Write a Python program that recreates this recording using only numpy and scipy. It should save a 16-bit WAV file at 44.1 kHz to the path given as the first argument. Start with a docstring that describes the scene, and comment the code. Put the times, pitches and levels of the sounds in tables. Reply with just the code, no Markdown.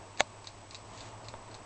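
"""Small kitchen, one microphone. From the start, the oven's hum and airy rush, and hiss with a thin whine.
A clockwork oven timer ticks throughout, each beat a light catch and then a firmer drop.
At 0.2 s, close to the microphone, a plastic part creaks under strain and snaps once.
Around 1 s a brief rustle passes; at 1.3 s something bumps softly on a casing."""
import sys
import numpy as np
from scipy import signal
from scipy.fft import rfft, irfft
from scipy.io import wavfile

SR = 44100
rng = np.random.default_rng(int(sys.argv[2]) if len(sys.argv) > 2 else 0)


def generate_wav(signal):
    """Clip the signal to [-1, 1] and save it as 16-bit WAV at the path in sys.argv[1]."""
    frames = np.transpose(np.atleast_2d(signal))
    scaled = np.clip(frames, -1, 1) * 32767
    pcm = np.round(scaled).astype(np.int16)
    wavfile.write(sys.argv[1], SR, pcm)


N = 72765
TIME = np.arange(N) / SR


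# the timer's light catches (time [s], level [dB])
CATCHES = [(0.174, -36), (0.4438, -39), (0.7095, -36.5), (0.976, -39.5), (1.2452, -39.5), (1.5124, -43.5)]
# its firm drops (time [s], level [dB], rebound relative to the drop [dB])
DROPS = [(0.2153, -34, -21), (0.4715, -30, -11), (.7460, -31, -2.5), (1.0070, -35.5, -6),
         (1.2846, -33.5, -10), (1.5433, -38, -2)]
def timer(slips=4, slip_db=-10.5, rebound_s=0.0061):
    """The escapement catches, slides along the tooth in tiny slips, then drops and rebounds."""
    out = np.zeros(N)
    for (catch_s, catch_db), (drop_s, drop_db, rebound_db) in zip(CATCHES, DROPS):
        add(out, catch_s, amp(catch_db) * tick(firm=False))
        for slip_s in rng.uniform(catch_s, drop_s, slips):
            add(out, slip_s, amp(catch_db + slip_db) * tick(firm=False))
        add(out, drop_s, amp(drop_db) * tick(firm=True))
        add(out, drop_s + rebound_s, amp(drop_db + rebound_db) * tick(firm=True))
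    return out


# modes of the works (frequency [Hz], level at a catch [dB], level at a drop [dB], t60 [s])
WORKS_MODES = [(2390, -14.5, -12, 0.024), (2693, -7.5, -11, 0.028), (3610, -26, -9.5, 0.039),
               (3840, -25.5, -4, 0.021), (4235, -3.5, -3, 0.023), (4640, -6.5, -7.5, 0.022),
               (5000, -17, -26, 0.018), (6310, -16, -10, 0.021), (7250, -12, -11, 0.016)]
# chatter of the works (frequency [Hz], gain [dB])
CHATTER_SPECTRUM = [(800, -20), (1700, -11), (2500, -2.5), (3100, -13.5), (4000, 0.5), (4700, -1),
                    (5400, -6), (6600, -10.5), (7600, -6.5), (9000, -17)]
def tick(firm, rise_s=0.00013):
    """A small metal impact rings the works, with brief chatter and a faint tail."""
    t = TIME[:8192]
    ring = sum(amp(drop_db if firm else catch_db) * decay(t, t60) * tone(hz, t)
               for hz, catch_db, drop_db, t60 in WORKS_MODES)
    chatter = amp(3.5) * burst(t, t60=0.011)
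    tail = amp(-8) * burst(t, t60=0.15)
    return colour(chatter + tail, CHATTER_SPECTRUM) + ring * attack(t, rise_s) / 2


# small cracks, the main snap, then its reflection (time [s], level [dB], dulled above [Hz])
SNAP_ARRIVALS = [(.1848, -41, 12000), (0.1904, -35, 9040), (0.1975, -26, 12100), (0.2059, -3, 8500),
                 (.207215, -10.5, 5000)]
# modes of the plastic part (frequency [Hz], level [dB], t60 [s])
PLASTIC_MODES = [(144, -38, 0.097), (608, -15, 0.046), (760, -1.5, 0.012), (881, -19.5, 0.03),
                 (1100, -13, 0.038), (1400, -4.5, 0.007), (1772, -4, 0.011), (2025, -4, 0.009),
                 (2590, -12, 0.019), (3333, -5, 0.011), (5040, -16, 0.0047), (6140, -1, 0.0032),
                 (7160, -29, 0.0078), (3630, -28, 0.0187)]
def snap():
    """Small cracks and the main snap ring the plastic; a nearby surface adds a quick, duller reflection."""
    t, out = TIME[:4096], np.zeros(N)
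    ring = modes(PLASTIC_MODES, t) * attack(t, rise_s=0.000036)
    for start_s, db, dull_hz in SNAP_ARRIVALS:
        crack = amp(-36) * burst(t, t60=0.005)
        rattle = amp(-25.5) * burst(t, t60=0.045)
        lowpass = signal.butter(1, dull_hz, fs=SR)
        add(out, start_s, amp(db) * signal.lfilter(*lowpass, (ring + crack + rattle) / 2))
    return out


# course of the creak, close by (time [s], level [dB])
CREAK_LEVEL = [(.182, -58), (.195, -47), (.199, -32), (.204, -38), (.208, -48)]
# its colour (frequency [Hz], relative density [dB])
CREAK_SPECTRUM = [(300, -1.5), (800, -4.5), (1400, -3.5), (2100, 11), (3000, -13), (4100, 5.5), (5300, -20),
                  (6600, 2), (8300, -19)]
def creak(slip_db=5.5):
    """Tiny uneven slips in the strained plastic build up to the snap."""
    level_db = np.interp(TIME, *np.transpose(CREAK_LEVEL), left=-np.inf, right=-np.inf)
    return noise(CREAK_SPECTRUM) * amp(level_db + slip_db * drift(hz=700))


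# soft knock and its rebound (time [s], level [dB])
KNOCKS = [(1.3394, -29), (1.3428, -41)]
# modes of the casing (frequency [Hz], level [dB], t60 [s])
CASING_MODES = [(45, -16, 0.11), (115, -22, 0.02), (640, -8, 0.037), (913, -0.5, 0.019),
                (1120, -10.5, 0.017), (3500, -12, .008)]
def knock():
    """A soft bump rings a casing."""
    t, out = TIME[:8192], np.zeros(N)
    ring = modes(CASING_MODES, t) * attack(t, rise_s=0.00027)
    for start_s, db in KNOCKS:
        add(out, start_s, amp(db) * ring)
    return out


# colour of the rustle (frequency [Hz], relative density [dB])
RUSTLE_SPECTRUM = [(500, -18), (1500, -0.5), (2500, 2.5), (4000, 1), (5500, -5), (7000, 1), (9000, -12)]
def rustle(peak_s=1.011, width_s=0.07, level_db=-53.5, grain_db=2):
    """A soft grainy rustle swells and fades."""
    swell = np.exp(-((TIME - peak_s) / width_s) ** 2 / 2)
    return noise(RUSTLE_SPECTRUM) * swell * amp(level_db + grain_db * drift(hz=200))


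# the oven's air (frequency [Hz], relative density [dB])
RUSH_SPECTRUM = [(20, 0.5), (45, -0.5), (80, -4.5), (140, -5), (250, -4.5), (370, -3.5), (480, -5.5),
                 (680, -1), (780, -4.5), (880, -0.5), (1120, -3), (1350, -12), (2200, -17.5), (4000, -41.5)]
# its course (time [s], level [dB])
RUSH_LEVEL = [(0, -51.5), (.7, -54), (.95, -50), (1.3, -50.5), (1.65, -51)]
# mains and motor hum (frequency [Hz], start level [dB], end level [dB])
HUM_TONES = [(100, -57.5, -60), (110.3, -69, -55.5), (111.5, -73.5, -54.5), (361, -74.5, -74.5)]
def oven(waver_rad=0.47, flutter_db=0.86):
    """Under the ticking, air rushes and the motor hums, both a little louder toward the end."""
    rush_db = np.interp(TIME, *np.transpose(RUSH_LEVEL))
    rush = noise(RUSH_SPECTRUM) * amp(rush_db + flutter_db * drift(hz=25))
    hum = sum(amp(np.linspace(start_db, end_db, N)) * tone(hz, TIME, waver_rad * drift(hz=4.3))
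              for hz, start_db, end_db in HUM_TONES)
    return rush + np.sqrt(2) * hum


# background hiss (frequency [Hz], relative density [dB])
HISS_SPECTRUM = [(100, 1.5), (1500, 2), (2600, 6), (4000, 2), (5500, 2.5), (7600, 0), (8300, -4.5),
                 (9000, -11)]
# thin whine (frequency [Hz], level [dB])
WHINE_TONES = [(7790, -72), (7830, -83), (7860, -70), (7892, -70.5), (8107, -75), (8140, -72.5),
               (8210, -79)]
def hiss(hiss_db=-59.5, waver_rad=0.45):
    """Behind everything, even hiss with a cluster of high, wavering tones."""
    whine = sum(amp(db) * tone(hz, TIME, waver_rad * drift(hz=12)) for hz, db in WHINE_TONES)
    return amp(hiss_db) * noise(HISS_SPECTRUM) + np.sqrt(2) * whine


def amp(db):
    """Decibels to gain."""
    return 10 ** (np.asarray(db) / 20)


def add(mix, start_s, sound):
    """Mixes a sound in at its start time."""
    part = mix[round(start_s * SR):][:len(sound)]
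    part += sound[:len(part)]


def attack(t, rise_s):
    """Smooth rise from 0 to 1."""
    return 1 - np.exp(-t / rise_s)


def decay(t, t60):
    """Falls 60 dB in t60 seconds."""
    return np.exp(-np.log(1000) * t / t60)


def tone(hz, t, shift_rad=0):
    """Sine with a random starting phase."""
    return np.sin(2 * np.pi * (hz * t + rng.random()) + shift_rad)


def modes(table, t):
    """Dying tones of a struck object."""
    return sum(amp(db) * decay(t, t60) * np.cos(2 * np.pi * hz * t) for hz, db, t60 in table)


def burst(t, t60):
    """Dense dying chatter of random sign."""
    return rng.choice([-1., 1.], len(t)) * decay(t, t60)


def gain_at(spectrum, hz):
    """Gain of a spectrum, read on a log-frequency axis."""
    points_hz, db = np.transpose(spectrum)
    return amp(np.interp(np.log(hz + 1), np.log(points_hz), db))


def shaped_noise(gains):
    """Noise weighted per frequency bin, at rms 1."""
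    x = irfft(rfft(rng.standard_normal(N)) * gains, N)
    return x / np.sqrt(np.mean(x ** 2) + 1e-20)


def noise(spectrum):
    """Steady noise with the given spectrum."""
    return shaped_noise(gain_at(spectrum, np.fft.rfftfreq(N, 1 / SR)))


def drift(hz):
    """Random wander up to about the given rate."""
    bins_hz = np.fft.rfftfreq(N, 1 / SR)
    return shaped_noise((bins_hz > 0) * np.exp(-(bins_hz / hz) ** 2))


def colour(x, spectrum, size=2048):
    """Minimum-phase filter with the given spectrum."""
    log_gain = np.log(gain_at(spectrum, abs(np.fft.fftfreq(size, 1 / SR))))
    response = np.exp(np.conj(signal.hilbert(log_gain)))
    taps = np.fft.ifft(response).real[:size // 2]
    return signal.oaconvolve(x, taps)[:len(x)]


def scene():
    """The kitchen at one microphone."""
    return (timer() + snap() + creak() + knock() + rustle() + oven() + hiss())[None]


def record(dry):
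    """The recorder's narrow band cuts the top treble."""
    edge_hz = 8470
    taps = signal.firwin(131, edge_hz, window=("kaiser", 8), fs=SR)
    return signal.oaconvolve(dry, taps[None], "same")


dry = scene()
out = record(dry)
generate_wav(out)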